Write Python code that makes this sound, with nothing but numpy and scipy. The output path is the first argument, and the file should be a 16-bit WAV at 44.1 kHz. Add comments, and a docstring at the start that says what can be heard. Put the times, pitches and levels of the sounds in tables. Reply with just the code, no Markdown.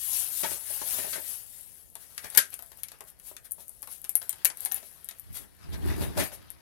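"""Short rustling strokes are heard first, as plastic makeup tubes slide over each other in a small room: noise grains.
Dull bumps fall among them; then tubes click together and one lands hard and rings: noise bursts and decaying sines.
At the end someone leans past the nearby phone: a low rumble, a muffled rub and one heavy bump, from swelling noise.
Echoes follow the contacts and the sliding, faint air noise lies under all, and two microphone ports colour it.
"""
import sys
import numpy as np
from scipy import signal
from scipy.fft import rfft, irfft, next_fast_len
from scipy.io import wavfile
from scipy.ndimage import uniform_filter1d

SR = 44100
rng = np.random.default_rng(int(sys.argv[2]) if len(sys.argv) > 2 else 0)


def to_wav(sig):
    """Store sig (one row per channel, or 1-D mono) as 16-bit WAV at the path in sys.argv[1].

    Samples outside -1..1 are clipped; the rate is SR.
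    """
    pcm = np.clip(np.atleast_2d(sig), -1, 1) * 32767
    pcm = np.round(pcm).astype(np.int16)
    wavfile.write(sys.argv[1], SR, pcm.T)  # frames by channels


N = 291677  # length [samples]

# One item slid over the others: (time at its fastest [s], half-length [s],
# hiss level of light sliding [dB], scrape level of firm rubbing [dB])
SLIDING_STROKES = [(0.02, 0.094, -45.5, -51), (0.16, 0.1087, -37.5, -42), (0.4, 0.0925, -40, -43.5),
                   (0.52, .04, -41, -38), (0.74, 0.11, -44.5, -43.5), (0.92, 0.0983, -39.5, -40),
                   (1.0, 0.06, -43.5, -37.5), (1.12, 0.063, -44, -44), (1.29, 0.091, -45, -47.5),
                   (1.57, 0.096, -57, -59), (2.02, 0.0417, -58.5, -52.5), (2.255, 0.0208, -54.5, -38.5),
                   (2.335, 0.024, -55.5, -45.5), (2.535, 0.0115, -52.5, -43), (2.79, 0.0228, -62, -55.5),
                   (2.94, 0.0265, -72, -53.5), (3.085, 0.0193, -58.5, -57.5), (3.28, 0.0387, -53, -55.5),
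                   (3.455, 0.0107, -55.5, -53.5), (3.61, 0.0281, -57, -55), (3.925, 0.0382, -51.5, -53),
                   (4.25, 0.059, -61, -57), (4.4, 0.118, -80.5, -51), (4.635, 0.0497, -52, -45.5),
                   (4.765, 0.0209, -50.5, -40.5), (4.86, 0.087, -60, -60), (5.365, .02, -45, -40.5),
                   (5.41, 0.0367, -58.5, -52), (5.64, 0.047, -83.5, -49), (5.74, 0.01456, -61.5, -34.5),
                   (5.905, 0.0505, -63.5, -35), (6.028, 0.0309, -49, -33.5), (6.195, 0.0155, -39, -25),
                   (6.24, 0.0271, -44, -33), (6.34, 0.0164, -51.5, -65)]
# The fingers never quite rest on the items: (time [s], hiss level [dB], scrape level [dB])
GRIP_LEVELS = [(0, -49.5, -72), (1.8, -63, -61.5), (1.92, -70.5, -74), (2.15, -60.5, -54.5),
               (2.6, -64, -60.5), (3.15, -79, -62), (3.75, -66.5, -67.5), (4.1, -68, -61.5),
               (5.15, -68.5, -57), (5.5, -75.5, -61.5), (6.1, -69, -45.5), (6.6, -79, -57)]
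# The body shifts beside the phone:
# (time at its fastest [s], half-length [s], rumble level [dB], muffled rub level [dB])
BODY_LEANS = [(5.31, 0.0364, -22.5, -47), (5.42, 0.0716, -34, -41), (5.74, 0.0672, -14.5, -31),
              (5.88, 0.0673, -9.5, -20), (6.025, 0.0654, -9.5, -17), (6.2, 0.032, -9, -15),
              (6.4, 0.171, -32, -45)]
# Soft bumps: (time [s], knock level [dB], hollow note [Hz], shell level [dB], decay time [s])
SOFT_BUMPS = [(0.432, -3, 877, -4.5, 0.02), (0.515, -14.5, 401, -20.5, 0.0057),
              (0.7, -20.5, 580, -37.5, 0.0126), (0.815, -10, 882, -20, 0.0053),
              (0.985, -12.5, 667, -16, 0.01), (1.042, -10, 687, -22.5, 0.0124),
              (1.065, -28, 620, -33.5, 0.011), (1.128, -21.5, 565.0, -9, 0.0179),
              (1.156, -15, 630, -16.5, 0.0148), (1.18, -14.5, 507, -28.5, 0.0083),
              (2.242, -20, 733, -19, 0.0058), (2.345, -23, 700, -19.5, 0.0087),
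              (2.375, -10.5, 500, -20, 0.00834), (3.314, -24, 617, -36.5, 0.00427),
              (3.581, -27, 852, -44, 0.0076), (4.828, -25, 494, -29.5, 0.006),
              (6.018, -10.5, 522, -19, 0.0138), (6.169, -0.5, 618, -15.5, 0.0203),
              (6.195, -22.5, 937.0, -3, 0.0201), (6.316, -20.5, 575, -24.5, 0.0146)]
# Plastic touching plastic: (time [s], snap level, strongest near 11 kHz [dB],
# shell level, mostly 1-5 kHz [dB], knock level, mostly under 1 kHz [dB])
PLASTIC_CLICKS = [(1.9541, -25.5, -26, -18), (2.1788, -23, -14, -25), (2.2454, -26.5, -28, -16),
                  (2.3018, -23, -29.5, -37.5), (2.3497, -21, -15, -23.0), (2.3602, -19.5, -33.5, -14.5),
                  (2.374, 1.5, 0, -23), (2.3757, 4, -4.5, -21.5), (2.3777, -7, -0.5, -24.5),
                  (2.5041, -30.5, -51, -51.5), (2.541, -20.5, -28, -40), (2.5913, -26.5, -30.5, -19),
                  (2.624, -26.5, -33.5, -25), (2.7176, -36, -31, -23.5), (2.8337, -16.5, -20, -44.5),
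                  (2.8846, -31, -27, -42), (2.9177, -34, -27.5, -21.5), (3.007, -28.5, -27, -14.5),
                  (3.1985, -37, -38.5, -39.5), (3.3663, -28.5, -22.5, -34.5), (3.51, -24, -59.5, -52.5),
                  (3.5176, -26, -51, -58.5), (3.5198, -15.5, -61, -54), (3.6817, -26.5, -58.5, -45),
                  (3.6942, -24.5, -51.5, -34), (3.821, -26, -49.5, -25.5), (3.8284, -24, -27.5, -21),
                  (3.874, -30, -29, -16.5), (4.0165, -29, -44.5, -44.5), (4.043, -26.5, -25.5, -31.0),
                  (4.0483, -26, -26.5, -23), (4.0936, -12, -26.5, -26.5), (4.1545, -3, -21.5, -18),
                  (4.217, -31, -22, -18.5), (4.2282, -27, -42, -47.5), (4.2942, -6.5, -22, -26.5),
                  (4.3283, -25.5, -24, -21), (4.4477, -6, -10.5, -8.5), (4.4534, -1, -4.5, -11),
                  (4.457, -7.5, -17.5, -35), (4.5002, -34, -17.5, -14), (4.5721, -27, -36, -43.5),
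                  (4.606, -19.5, -38, -31.5), (4.6507, -10, -30.5, -26), (4.658, -16.5, -16.5, -12),
                  (4.7152, -33, -15.5, -15), (4.7208, -11.5, -32, -29), (4.7443, -13.5, -27, -36),
                  (4.7626, -21, -42, -41), (5.0449, -23.5, -54, -52.5), (5.0879, -20.5, -22, -38.5),
                  (5.1102, -38, -25, -24), (5.1971, -26, -48, -42.5), (6.176, -25, -13.5, -8.5),
                  (6.5034, -25, -33, -29)]
# A tube set down hard: (time [s], level of its clear modes [dB], level of its dense clatter [dB],
# level of the thump in the counter [dB])
HARD_BLOWS = [(2.3746, -28.5, 1, 1.5)]
# The clear modes of the tube: (frequency [Hz], level [dB], t60 [s])
TUBE_MODES = [(1437, -9, 0.19), (1514.3, 1.5, .17), (1605.7, 1.5, 0.16), (1743, -4.5, .1),
              (2340, -12.5, 0.17), (3880, -13.5, 0.051), (5163, -15, .13), (7101, -18, .14),
              (8123, -15, .12)]

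# Spectra of light sliding and of firm rubbing: (frequency [Hz], level [dB])
HISS_SPECTRUM = [(200, -12.5), (1000, -24.5), (3000, -2), (6000, -1.5), (10000, -0.5), (16000, 0)]
SCRAPE_SPECTRUM = [(40, -26.5), (150, -8), (400, -1.5), (800, 0.5), (1250, -1.5), (1700, 0.5), (3000, -4),
                   (5000, -6.5), (8000, -22.5), (16000, -40.5)]
# Spectra of the low rumble and of the muffled rub: (frequency [Hz], level [dB])
RUMBLE_SPECTRUM = [(20, -34), (38, -9), (58, 2), (95, 0), (150, -10), (260, -23.5), (1000, -71.5)]
RUB_SPECTRUM = [(80, -18), (160, 4), (205, 0.5), (265, 3.5), (380, -1), (520, -16), (900, -14.5),
                (3000, -41.5)]
# Spectra of a soft knock and of a cushioned shell: (frequency [Hz], level [dB])
KNOCK_SPECTRUM = [(30, -21), (80, -8.5), (170, 3.5), (260, 8.5), (320, -7), (390, 8.5), (460, -3.5),
                  (615, 11.5), (740, -7.5), (885, 6), (1100, -10), (1600, -7.5), (5000, -67.5)]
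PADDED_SPECTRUM = [(400, -34), (1000, -4.5), (1600, 8.5), (2400, 4), (4000, 0), (6000, -2.5), (9000, -11),
                   (16000, -34)]
# Spectra of a snap, of a bare shell and of what a clicking tube lies on: (frequency [Hz], level [dB])
SNAP_SPECTRUM = [(2000, -36), (5000, -20.5), (7500, -6), (11500, 2.5), (16000, -4)]
SHELL_SPECTRUM = [(400, -14.5), (1100, -8), (1550, 6), (2400, 4), (3400, 3.5), (4500, 2.5), (6000, 1),
                  (9000, -7), (16000, -25.5)]
TAP_SPECTRUM = [(60, -22.5), (200, -1.5), (450, 0), (650, 3.5), (850, 6.5), (1150, 0), (1600, -9.5),
                (5000, -54)]
# Spectrum of the still air: (frequency [Hz], level [dB])
AIR_SPECTRUM = [(15, -68.5), (35, -43), (55, -37.5), (95, -44), (160, -49), (300, -56), (600, -57.5),
                (1500, -73), (5000, -101), (16000, -87.5)]

# Dying time of the room's tail: (frequency [Hz], t60 [s])
ROOM_T60 = [(200, 0.1844), (600, 0.33), (900, 0.1), (1500, 0.2181), (4000, 0.0788), (10000, 0.1712),
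            (16000, 0.0047)]
# Strength of the room's tail: (frequency [Hz], level against the direct sound [dB])
ROOM_LEVEL = [(100, -2.5), (600, -1), (2000, 0.5), (6000, -4.5), (11000, -4), (16000, -2.5)]
# Likeness of the two ports, negative for opposite sign: (frequency [Hz], correlation [-1 to 1])
PORT_LIKENESS = [(60, -0.55), (140, -0.2), (300, -0.3), (600, 0.05), (1000, 0.1), (2000, 0.038)]
# The same for movement and thuds near the phone: (frequency [Hz], correlation [-1 to 1])
NEAR_LIKENESS = [(60, -0.81), (140, -0.78), (300, -0.8), (600, 0), (2000, 0)]
# Colour of each port; the left one's narrow duct resonates near 11 kHz: (frequency [Hz], gain [dB])
LEFT_PORT = [(100, 0.5), (700, 4), (2400, 5), (4400, 7.5), (7500, 12.5), (9300, 17.5), (10800, 23.5),
             (13000, 18.5), (16000, 7)]
RIGHT_PORT = [(100, 0.92), (700, -0.17), (3000, 0.021), (7500, -2), (11000, -0.43), (16000, -0.54)]

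EDGE_HZ = 15950  # upper band limit
PEAK_SHAPE = 1.275  # exponent that rounds the peak of a movement
SLOWING = 1.099  # time to slow down over time to speed up


def amp(db):
    """Level: twenty decibels are a factor of ten in amplitude."""
    return 10 ** (np.asarray(db) / 20)


def read(points, hz):
    """Interpolation: a spectrum is joined by straight lines over log frequency."""
    f, value = np.transpose(points)
    return np.interp(np.log(hz + 1), np.log(f), value)


def add(mix, s, sound):
    """Superposition: a stereo sound is summed into the mix at time s."""
    part = mix[:, round(s * SR):][:, :sound.shape[1]]
    part += sound[:, :part.shape[1]]


def bins(x):
    """Fourier analysis: the frequencies of the spectrum of x."""
    return np.fft.rfftfreq(x.shape[-1], 1 / SR)


def colour(x, points):
    """Linear filtering: each frequency is scaled by the gain of a spectrum."""
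    length = x.shape[-1]
    size = next_fast_len(length, True)
    gain = amp(read(points, np.fft.rfftfreq(size, 1 / SR)))
    return irfft(rfft(x, size) * gain, size)[..., :length]


def swells(rows):
    """Kinematics: each movement speeds up and slows down; one gain curve per dB column."""
    t = np.linspace(0, N / SR, N // 64)
    power = 0
    for s, half_s, *db in rows:
        distance = np.maximum(s - t, (t - s) / SLOWING) / half_s
        power = power + amp(db)[:, None] ** 2 * np.exp(-2 * distance ** PEAK_SHAPE)
    return [np.interp(np.arange(N) / SR, t, np.sqrt(p)) for p in power]


def grip():
    """Residual friction: holding the items gives faint hiss and scrape gain curves."""
    s, *columns = np.transpose(GRIP_LEVELS)
    return amp([np.interp(np.arange(N) / SR, s, db) for db in columns])


def grains(per_s, spread_db, smooth):
    """Stick-slip friction: tiny slips of very unequal size over a smooth hiss."""
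    sizes = amp(spread_db * np.minimum(rng.exponential(1, N), 3))
    happens = rng.random(N) < per_s / SR
    slips = sizes * happens * rng.choice([-1, 1], (2, N))
    hiss = smooth * rng.standard_normal((2, N))
    return (slips / slips.std() + hiss) / np.hypot(1, smooth)


def shifting(x, patchy_db):
    """Changing resonance: as the grip moves, other parts resound and the colour drifts in patches."""
    z = signal.stft(x, SR, nperseg=512)[2]
    patches = rng.standard_normal(z.shape[1:])
    patches = uniform_filter1d(patches, size=7, axis=0)  # over frequency
    patches = uniform_filter1d(patches, size=6, axis=1)  # over time
    return signal.istft(z * amp(patchy_db * patches / patches.std()), SR)[1][:, :N]


def rustle(hiss_db=-2, scrape_db=-3.5, catch_db=-43):
    """Sliding friction: light contact hisses in fine grains and catches; firm contact scrapes coarsely."""
    hiss, scrape = np.hypot(swells(SLIDING_STROKES), grip())
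    fine = shifting(colour(grains(per_s=3500, spread_db=3.5, smooth=0.71), HISS_SPECTRUM), patchy_db=2.12)
    coarse = shifting(colour(grains(per_s=900, spread_db=4, smooth=0.81), SCRAPE_SPECTRUM), patchy_db=2.5)
    # catches grow more slowly than the hiss, so they stand out only when the sliding is light
    catches = np.sqrt(hiss) * colour(grains(per_s=27, spread_db=6.0, smooth=0), SNAP_SPECTRUM)
    return amp(hiss_db) * hiss * fine + amp(catch_db) * catches + amp(scrape_db) * scrape * coarse


def still_air():
    """Background noise: a steady random signal with the spectrum of the still air."""
    return colour(rng.standard_normal((2, N)), AIR_SPECTRUM)


def handling(rumble_db=4, rub_db=1.5, sliding_db=6.5):
    """Near-source vibration: firm sliding rumbles a little; body movement rumbles and rubs dully."""
    rumble, rub = swells(BODY_LEANS)
    firm_sliding = swells(SLIDING_STROKES)[1]
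    rumble = np.hypot(rumble, amp(sliding_db) * firm_sliding)
    low = amp(rumble_db) * rumble * colour(rng.standard_normal((2, N)), RUMBLE_SPECTRUM)
    muffled = colour(grains(per_s=440, spread_db=4.0, smooth=0.83), RUB_SPECTRUM)
    return low + amp(rub_db) * rub * muffled


def room(x, first_s=.002, size=16384):
    """Reverberation: near walls return a dense, short tail, each band dying at its own speed."""
    t = np.arange(size) / SR
    arrives = rng.random((2, size)) < 4000 / SR  # 4000 echoes per second on average
    taps = rng.standard_normal((2, size)) * arrives * (t > first_s)
    hz, when, z = signal.stft(taps, SR, nperseg=128)
    t60 = read(ROOM_T60, hz)[:, None]
    decay = np.exp(-np.log(1000) * when / t60)
    equal_energy = np.sqrt(2 * np.log(1000) / (t60 * SR))
    tail = colour(signal.istft(z * decay * equal_energy, SR)[1] / taps.std(), ROOM_LEVEL)
    return signal.fftconvolve(x, tail[:, :size * 3 // 4], axes=1)[:, :N]


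def varied_room(x, turns_per_s=1.3):
    """Reverberation: two random echo patterns take turns, so the short tail varies between contacts."""
    turn = 2 * np.pi * turns_per_s * np.arange(N) / SR
    return room(x * np.cos(turn)) + room(x * np.sin(turn))


def burst(shape, decay, note_hz=None, rise=0.1184, size=8192):
    """Modal excitation: crowded damped modes struck together, at both ports; one note may stand out."""
    t = np.arange(size) / SR
    gain = amp(read(shape, bins(t)))
    if note_hz:
        gain = gain * (1.117 + 2.13 / np.hypot(1, (bins(t) - note_hz) / 70))
    noise = irfft(rfft(rng.standard_normal((2, size))) * gain)
    x = noise * np.exp(-t / decay) * (1 - np.exp(-t / (rise * decay)))
    # the spectrum alone sets the energy, whatever the decay
    return x * np.sqrt(np.mean(gain ** 2) / np.sum(x ** 2, axis=1, keepdims=True))


def bumps():
    """Cushioned impact: a slow push excites a hollow note and a padded shell, with no snap."""
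    out = np.zeros((2, N))
    for s, knock_db, note_hz, shell_db, decay in SOFT_BUMPS:
        knock = amp(knock_db) * burst(KNOCK_SPECTRUM, decay, note_hz)
        add(out, s, knock + amp(shell_db) * burst(PADDED_SPECTRUM, decay))
    return out


def thuds(thud_db=1, thud_s=.03, push_db=-13, push_s=.012, thump_s=.009):
    """Structure-borne sound: bumps and blows shake counter and phone; bumps give a push and a longer thud."""
    out = np.zeros((2, N))
    for s, knock_db, *_ in SOFT_BUMPS:
        thud = amp(thud_db) * burst(RUMBLE_SPECTRUM, thud_s)
        push = amp(push_db) * burst(RUB_SPECTRUM, push_s)
        add(out, s, amp(knock_db) * (thud + push))
    for s, _, _, thump_db in HARD_BLOWS:
        thump = burst(RUB_SPECTRUM, thump_s) + burst(RUMBLE_SPECTRUM, thump_s)
        add(out, s, amp(thump_db) * thump)
    return out


def clicks(snap_s=0.000575, shell_s=0.00327, knock_s=0.00663):
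    """Hard impact: the contact snaps at once; the shell and what it lies on sound a little longer."""
    out = np.zeros((2, N))
    for s, snap_db, shell_db, knock_db in PLASTIC_CLICKS:
        add(out, s, amp(snap_db) * burst(SNAP_SPECTRUM, snap_s))
        add(out, s, amp(shell_db) * burst(SHELL_SPECTRUM, shell_s))
        add(out, s, amp(knock_db) * burst(TAP_SPECTRUM, knock_s))
    return out


def ringing(clatter_s=0.02496):
    """Free vibration: after a hard blow a few clear modes ring on among many crowded ones."""
    out = np.zeros((2, N))
    t = np.arange(SR // 2) / SR
    for s, blow_db, clatter_db, _ in HARD_BLOWS:
        add(out, s, amp(clatter_db) * burst(SHELL_SPECTRUM, clatter_s))
        for hz, db, t60 in TUBE_MODES:
            phase = 2 * np.pi * rng.random((2, 1))  # each port has its own
            decay = np.exp(-np.log(1000) * t / t60)
            add(out, s, amp(blow_db + db) * decay * np.sin(2 * np.pi * hz * t + phase))
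    return out


def ports(x, likeness):
    """Spatial coherence: two unrelated channels are made partly alike, band by band."""
    left, other = np.pad(x, [(0, 0), (0, next_fast_len(N, True) - N)])
    same = np.clip(read(likeness, bins(left)), -1, 1)
    right = irfft(same * rfft(left) + np.sqrt(1 - same ** 2) * rfft(other), len(left))
    return np.array([left, right])[:, :N]


def duct(x, points, size=2048):
    """Causality: minimum-phase resonances ring after a click, never before it."""
    log_gain = np.log(amp(read(points, abs(np.fft.fftfreq(size, 1 / SR)))))
    taps = np.fft.ifft(np.exp(np.conj(signal.hilbert(log_gain)))).real
    return signal.oaconvolve(x, taps[:size // 2])[:N]


def scene():
    """Superposition: the items and their room over the still air, plus what shakes the phone."""
    items = rustle() + bumps() + clicks()
    airborne = items + varied_room(items) + ringing() + still_air()
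    shaken = handling() + thuds()
    return ports(airborne, PORT_LIKENESS) + ports(shaken, NEAR_LIKENESS)


def record(dry):
    """Transduction: two close ports of unlike colour; the hardest clicks overload; then the band limit."""
    heard = np.clip([duct(dry[0], LEFT_PORT), duct(dry[1], RIGHT_PORT)], -1, 1)
    low_pass = signal.firwin(401, EDGE_HZ, window=("kaiser", 8), fs=SR)
    return signal.oaconvolve(heard, low_pass[None], "same")


dry = scene()
out = record(dry)
to_wav(out)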